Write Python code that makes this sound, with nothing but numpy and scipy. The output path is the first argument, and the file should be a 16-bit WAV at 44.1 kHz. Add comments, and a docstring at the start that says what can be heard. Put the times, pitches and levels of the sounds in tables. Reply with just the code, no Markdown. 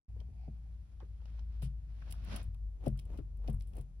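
"""Under a car dashboard, a metal pedal linkage is worked by hand, close to the microphone.
The pedal rubs as it moves, and knocks at its stops ring the bracket and boom in the bulkhead, the wall
behind it. Loose parts tap, surfaces scrape, and the joints click and once slip with a rasp.
Below it all lie a slowly sinking hum, handling rumble and faint hiss."""
import sys
import numpy as np
from scipy import signal
from scipy.fft import rfft, irfft
from scipy.io import wavfile
from scipy.ndimage import uniform_filter1d

SR = 44100
rng = np.random.default_rng(int(sys.argv[2]) if len(sys.argv) > 2 else 0)


def bounce(signal):
    """Save signal as a 16-bit WAV file at the path given by the first command-line argument."""
    frames = np.transpose(np.atleast_2d(signal))
    limited = np.clip(frames, -1, 1)
    pcm = np.round(limited * 32767).astype(np.int16)
    wavfile.write(sys.argv[1], SR, pcm)


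N = 176400

# Levels are relative. A TONE says how strong each pitch is; t60 is the time to fade by 60 dB.
# pitch of the hum (t/s, f/Hz)
HUM_PITCH = [(.1, 57.5), (.8, 56.2), (1.67, 54.1), (2.25, 51.9), (3.26, 48.2), (3.72, 47.6), (4, 44.5)]
# loudness of the hum, rumble, hollow rub and scrape over time (t/s, level/dB)
HUM_LEVEL = [(0.1, -48.5), (0.81, -43), (0.87, -58), (0.92, -48.5), (1.67, -37.5), (1.87, -44.5),
             (2.32, -39.5), (2.57, -42), (2.59, -47), (2.63, -36.5), (2.78, -45), (2.95, -37.5), (3.0, -43),
             (3.3, -43.5), (3.53, -35), (3.72, -46.5), (3.75, -40), (4.0, -55.5)]
RUMBLE_LEVEL = [(0, -46), (.5, -47), (.8, -50.5), (1.5, -48.5), (2, -48.5), (2.4, -42), (2.7, -50.5),
                (3.1, -44), (3.35, -47), (3.6, -45.5), (4, -49.5)]
HOLLOW_LEVEL = [(.1, -79), (.3, -83), (.45, -69.5), (.52, -83), (.66, -82), (.78, -93)]
SCRAPE_LEVEL = [(.1, -93), (.5, -80), (1.19, -77.5), (1.28, -70), (1.39, -69), (1.46, -78), (1.53, -71),
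                (1.62, -72.5), (1.78, -82.5), (1.92, -72.5), (2.01, -67), (2.12, -61.5), (2.19, -66.5),
                (2.25, -59.5), (2.325, -47.5), (2.375, -49), (2.42, -58), (2.45, -70), (2.6, -91)]
# mix of slow and fast wobbles in the loudness of the hum and the scrape (f/Hz, level/dB)
HUM_WAVER = [(2, -8.5), (9, -13), (14, -4.5)]
SCRAPE_JERK = [(8, 2.5), (40, -7.5), (120, -10.5)]
# tone of each noisy sound (f/Hz, level/dB)
RUMBLE_TONE = [(20, -18), (45, -5), (62, 2), (90, -5), (125, -12), (180, -20.5), (260, -33.5), (600, -55)]
HISS_TONE = [(100, 12.5), (300, 4.5), (700, 2), (1100, -4.5), (2500, -10), (5000, -12.5), (7500, -11.5),
             (10500, -15), (13000, -25.5), (16000, -39.5)]
SCRAPE_HISS_TONE = [(700, -5.5), (1000, 1.5), (1500, 0), (2600, -2.5), (4000, -5.5), (5500, -8.5),
                    (7500, -17.5), (11000, -19.5), (15000, -44)]
SCRAPE_BODY_TONE = [(100, 18), (220, 13), (400, -0.5), (720, 3.5), (1000, -18)]
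PEDAL_TONE = [(120, 5.5), (300, 4), (600, -0.5), (1000, -10.5), (1600, -21), (2500, -20.5), (4000, -28.5),
              (7000, -33), (14000, -40)]
SNAP_TONE = [(500, 1), (1400, -16.5), (2200, -3), (3000, 4), (4000, -2.5), (5200, -1), (7000, -11),
             (10000, -35)]
TICK_TONE = [(3000, -28.5), (6000, -21), (8000, 6.5), (10500, -1.5), (13000, -6), (16000, -0.5)]
RATTLE_TONE = [(150, -25), (400, 8), (800, -4.5), (1500, -6.5), (3000, -19), (8000, -39)]
# notes of a hollow part (f/Hz, width/Hz, level/dB)
HOLLOW_NOTES = [(735, 190, 15.5), (2370, 700, 1), (4660, 1500, -6)]
# notes of the steel linkage (f/Hz, level/dB compared with the plain sound)
STEEL_NOTES = [(1050, -22), (1450, -1), (2510, 0), (2756, -5.5), (3175, 0), (3635, 1), (5180, 2),
               (10470, 2)]
# pedal strokes (loudest t/s, level/dB, rise from half strength/s, fall to half strength/s)
PEDAL_STROKES = [(.19, -68, 0.029, 0.02), (2.864, -46.5, 0.02, 0.015), (3.147, -54.5, 0.043, 0.028),
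                 (3.482, -54, 0.031, 0.031), (3.781, -54.5, 0.029, 0.023)]
# taps of loose parts (t/s, level/dB, f/Hz, t60/s)
LOOSE_TAPS = [(.164, -61, 420, 0.095), (.212, -56.5, 503, 0.047), (0.281, -58, 233, 0.14),
              (1.004, -57.5, 885, 0.11), (1.021, -55, 357, 0.14), (1.203, -68, 1300, 0.026),
              (1.217, -62.5, 660, 0.059), (1.255, -60, 750, .04), (1.39, -63.5, 950, 0.049),
              (1.622, -68, 1380, 0.17), (2.02, -55, 1520, 0.042), (2.068, -58, 744, 0.08),
              (2.139, -57.5, 1010, 0.038), (2.547, -69, 880, 0.047), (2.829, -62, 636, .06),
              (2.957, -66, 1450, 0.047), (3.137, -57, 617, 0.029), (3.418, -63.5, 736, 0.044),
              (3.44, -62, 630, 0.079), (3.54, -63, 814, 0.065)]
# clicks of the joints (t/s, snap level/dB, tick level/dB, t60/s)
JOINT_CLICKS = [(0.202, -60.5, -71, 0.029), (1.002, -61, -97, 0.013), (1.215, -69, -91, 0.019),
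                (1.255, -61, -72.5, 0.023), (1.393, -57, -84, 0.014), (1.622, -78, -53, 0.096),
                (2.103, -66, -61, 0.043), (2.109, -57, -47.5, 0.036), (2.1234, -46.5, -41, 0.017),
                (2.247, -78, -50.5, 0.012), (2.361, -48.5, -43, 0.033), (2.364, -53, -52, 0.012),
                (2.429, -68, -54.5, 0.02), (2.44, -82, -57, 0.016), (2.545, -65, -60, 0.016),
                (2.8622, -52.5, -53, 0.025), (2.8799, -51, -44, 0.014), (2.974, -63, -57.5, 0.027),
                (2.99, -51.5, -59, 0.022), (2.996, -50, -45, 0.0063), (3.054, -72, -63.5, 0.023),
                (3.173, -66, -67, 0.09), (3.371, -76, -63, 0.016), (3.476, -52, -65, 0.029),
                (3.483, -78, -59, 0.025), (3.498, -64.5, -54.5, 0.043), (3.530, -85, -50.5, 0.0083),
                (3.545, -80, -47.5, 0.007), (3.599, -68, -64, 0.025), (3.608, -52.5, -58, 0.012),
                (3.622, -55, -50, 0.0048), (3.671, -82, -68.5, 0.17), (3.734, -67, -68, 0.022),
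                (3.754, -87, -60, .015), (3.768, -59.5, -47.5, 0.01), (3.784, -70, -58, 0.025),
                (3.809, -68, -58, 0.036)]
# knocks at the stops (t/s, bracket level/dB, boom level/dB, contact/ms, rattle level/dB,
# left over right/dB, bracket pitch ratio under the load)
STOP_KNOCKS = [(.478, -43, -36, 0.43, -80, 0, 1.03), (1.622, -44.5, -27.5, 1.18, -56, 4, 1.02),
               (1.652, -60, -30.5, 1.3, -69, 3.5, 0.89), (2.473, -74, -20.5, 2.36, -90, 3.5, 1.1),
               (2.865, -36.5, -61, 0.21, -68, 17, 0.99), (2.8683, -21.5, -22, 0.7, -58, 5.5, 0.96),
               (2.918, -44, -25, 1.65, -82, 1.5, 0.96), (3.187, -27, -30, 1.98, -56.5, 7, 0.985),
               (3.483, -31.5, -64, 0.37, -53, 5, 0.99), (3.4869, -38.5, -25.5, .8, -74, 6, 0.99),
               (3.532, -63, -19, 2.23, -75, 3, 0.76), (3.791, -43, -34, 1.44, -87, 5.5, 1.16)]
# notes of the struck bracket and bulkhead (f/Hz, level/dB, t60/s)
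BRACKET_NOTES = [(302, -5.5, .09), (342, -6.5, 0.1), (413, -11, 0.081), (404, 4.5, 0.028),
                 (544, 4.5, 0.029), (614.6, 1.5, 0.046), (686, -2.5, 0.045), (710, -15.5, 0.066)]
BULKHEAD_NOTES = [(68, -7, 0.091), (90.9, -3, .27), (125.4, -9, .3), (135.8, 3, 0.25), (154.6, 5.5, 0.073),
                  (208.5, -0.5, 0.2)]
# phase of the left side against the right in the high treble, where the right runs ahead (f/Hz, phase/radians)
RIGHT_LEAD = [(6700, -2), (7600, -2.5), (8500, -3.5), (10300, -6), (12500, -7.5), (14600, -9.5),
              (15500, -8.5)]


def undb(db):
    return 10 ** (np.asarray(db) / 20)


def clock():
    return np.arange(N) / SR


def curve(rows):
    """Straight lines in time through the rows."""
    return np.interp(clock(), *np.array(rows).T)


def pan(db):
    """Left and right gains, with the left louder by db."""
    return undb(np.array([[db], [-db]]) / 2)


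def unit(x):
    """Scale to an average power of 1."""
    return x / np.sqrt(np.mean(x ** 2))


def colour(x, tone):
    """Filter by a tone table, falling away past its ends; white noise keeps its power."""
    hz, db = np.array(tone, float).T
    f = np.maximum(np.arange(N // 2 + 1) * SR / N, 1)
    gain = undb(np.interp(np.log(f), np.log(hz), db))
    gain *= np.minimum(f / hz[0], 1) ** 2 * np.minimum(hz[-1] / f, 1) ** 2
    # build the filter so that it rings only after a sound, never before
    cepstrum = irfft(np.log(unit(gain) + 1e-6), N)
    causal = cepstrum * (1 + np.sign(N / 2 - np.arange(N)))
    causal[0] = cepstrum[0]
    return irfft(rfft(x) * np.exp(rfft(causal)), N)


def dull(x, hz):
    """Cut away the sound above hz."""
    return signal.sosfilt(signal.butter(6, min(hz, SR / 4), fs=SR, output="sos"), x)


def resonate(x, hz, width):
    """Keep a band of sound around hz."""
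    return signal.lfilter(*signal.iirpeak(hz, hz / width, fs=SR), x)


def noise(grain=0):
    """Stereo noise, alike on both sides in the bass; grain bunches it into tiny uneven bursts."""
    mid, side = rng.standard_normal((2, N))
    side = signal.sosfilt(signal.butter(1, 330, "high", fs=SR, output="sos"), side)
    bursts = np.exp(grain * unit(uniform_filter1d(rng.standard_normal(N), size=60)))
    return unit(np.array([mid + side, mid - side]) * bursts)


def fade(start, t60, rise_s=0.00051):
    """A loudness shape that jumps up at start and dies away."""
    age = np.maximum(clock() - start, 0)
    return (1 - np.exp(-np.minimum(age / rise_s, 20))) * undb(-60 * np.minimum(age / t60, 4))


def ring(notes, rise_s, phase=0, ratio=1):
    """Half a second of a struck part's fading notes; the left leads by phase, ratio shifts the pitch."""
    t, sound = np.arange(SR // 2) / SR, 0
    for hz, db, t60 in notes:
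        angle = 2 * np.pi * hz * ratio * (1 + 0.006 * rng.standard_normal()) * t
        sound += undb(db) * np.sin([angle, angle - phase]) * undb(-60 * t / t60)
    sound *= 1 - np.exp(-t / rise_s)
    return sound / np.abs(sound).max()


def add(out, start, x):
    i = int(start * SR)
    out[:, i:i + x.shape[1]] += x[:, :N - i]


def background(waver_db=1.36):
    """A wavering hum sinks in pitch over handling rumble and hiss."""
    waver = waver_db * unit(colour(rng.standard_normal(N), HUM_WAVER))
    angle = 2 * np.pi * np.cumsum(curve(HUM_PITCH)) / SR
    hum = np.sqrt(2) * np.sin(angle) * undb(curve(HUM_LEVEL) - 0.5 + waver)
    rumble = colour(noise(), RUMBLE_TONE) * undb(curve(RUMBLE_LEVEL))
    hiss = colour(noise(), HISS_TONE) * undb(-77.5)
    return (hum + rumble) * pan(2.5) + hiss


def hollow_rub():
    """Light rubbing brings out three broad notes of a hollow part."""
    rub = noise(grain=0.4)
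    notes = sum(undb(db) * resonate(resonate(rub, hz, width), hz, width)
                for hz, width, db in HOLLOW_NOTES)
    return unit(notes) * undb(curve(HOLLOW_LEVEL))


def scrape(jerk_db=1.5):
    """Surfaces slide jerkily with a hiss and a low body, loudest in one firm sweep."""
    jerk = jerk_db * unit(colour(rng.standard_normal(N), SCRAPE_JERK))
    db = curve(SCRAPE_LEVEL)
    body_db = db.max() + 0.95 * (db - db.max()) + 1  # swells a little less than the hiss
    hiss = colour(noise(grain=0.099) * undb(db + jerk - 5.5), SCRAPE_HISS_TONE)
    body = colour(noise() * undb(body_db + jerk), SCRAPE_BODY_TONE)
    return (hiss + body) * pan(-1.5)


def steel_ring(x):
    """The steel linkage adds its own ringing notes to whatever shakes it."""
    return x + sum(undb(db) * resonate(x, hz, width=15) for hz, db in STEEL_NOTES)


def pedal_rub():
    """Grainy rubbing swells as the pedal travels and dies away when it stops."""
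    effort = 0
    for peak, db, rise, fall in PEDAL_STROKES:
        age = clock() - peak
        effort += undb(db) / (1 + np.maximum(-age / rise, age / fall) ** 2)
    return colour(noise(grain=0.42) * effort, PEDAL_TONE) * pan(3.5)


def taps(width_share=0.53):
    """Each small loose part chatters for an instant on its own hollow note."""
    chatter, out = noise(grain=0.1), 0
    for start, db, hz, t60 in LOOSE_TAPS:
        width = width_share * hz
        note = resonate(resonate(chatter, hz, width), hz, 2 * width)
        out += unit(note) * fade(start, t60) * undb(db)
    return out


def clicks():
    """Metal joints click with a snap, a bright tick and a faint tail."""
    snap, tick = 0, 0
    for start, snap_db, tick_db, t60 in JOINT_CLICKS:
        shape = fade(start, t60) + undb(-28) * fade(start, t60=0.17)
        snap += undb(snap_db) * shape
        tick += undb(tick_db) * shape
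    return colour(noise(grain=0.13) * snap, SNAP_TONE) + colour(noise(grain=0.19) * tick, TICK_TONE)


def knocks(boom_lag_s=0.00553):
    """A short push rings the bracket; the bulkhead booms just after and loose parts rattle."""
    out, shake, t = np.zeros((2, N)), 0, np.arange(SR // 100) / SR
    for start, bracket_db, boom_db, contact_ms, rattle_db, pan_db, ratio in STOP_KNOCKS:
        sides = pan(pan_db)
        push = np.sin(np.pi * np.minimum(t / (contact_ms / 1000), 1))
        bracket = ring(BRACKET_NOTES, rise_s=0.0013, phase=1.2, ratio=ratio)
        clack = dull(signal.fftconvolve(bracket, [push / push.sum()]), hz=775 * ratio)
        add(out, start, -clack * undb(bracket_db) * sides)
        bulkhead = ring(BULKHEAD_NOTES, rise_s=0.00096)
        boom = dull(bulkhead, hz=220.4 / contact_ms)  # a longer contact sounds duller
        add(out, start + boom_lag_s, -boom * undb(boom_db) * sides)
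        shake += fade(start, t60=0.086) * undb(rattle_db) * sides
    return out + colour(noise(grain=0.47) * shake, RATTLE_TONE)


def rasp(start_s=1.618, rise_s=0.0026, hold_s=0.034, t60=0.1):
    """A joint slips once, drawing its snap and tick out into a short rasp."""
    age = clock() - start_s
    slip = np.clip(age / rise_s, 0, 1) * undb(-60 * np.maximum(age - hold_s, 0) / t60)
    snap = colour(noise(grain=0.13) * undb(-63) * slip, SNAP_TONE)
    tick = colour(noise(grain=0.18) * undb(-62) * slip, TICK_TONE)
    return snap + dull(tick, hz=12300)


def scene():
    """All the sounds together; the small metal ones also set the linkage ringing."""
    linkage = knocks() + steel_ring(clicks() + rasp() + taps() + pedal_rub() + scrape())
    return linkage + hollow_rub() + background()


def record(dry, start_s=0.082, shared_above_hz=6030, top_hz=15900):
    """The sound starts after a brief silence; both sides share the high treble, slightly offset,
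    and the very top is cut."""
    f = np.arange(N + 1) * SR / (2 * N)
    left, right = rfft(np.hstack([dry, np.fliplr(dry)]))  # a mirrored copy keeps the ends smooth
    share = np.clip((f - shared_above_hz) / 800 + .5, 0, 1)
    lead = np.interp(f, *np.array(RIGHT_LEAD).T)
    right = np.sqrt(1 - share) * right + np.sqrt(share) * left * np.exp(-1j * lead)
    fade_in = np.clip((clock() - start_s) / 0.0038, .002, 1)
    top_cut = signal.ellip(10, .2, 80, top_hz, fs=SR, output="sos")
    return signal.sosfilt(top_cut, irfft([left, right])[:, :N] * fade_in)


dry = scene()
out = record(dry)
bounce(out)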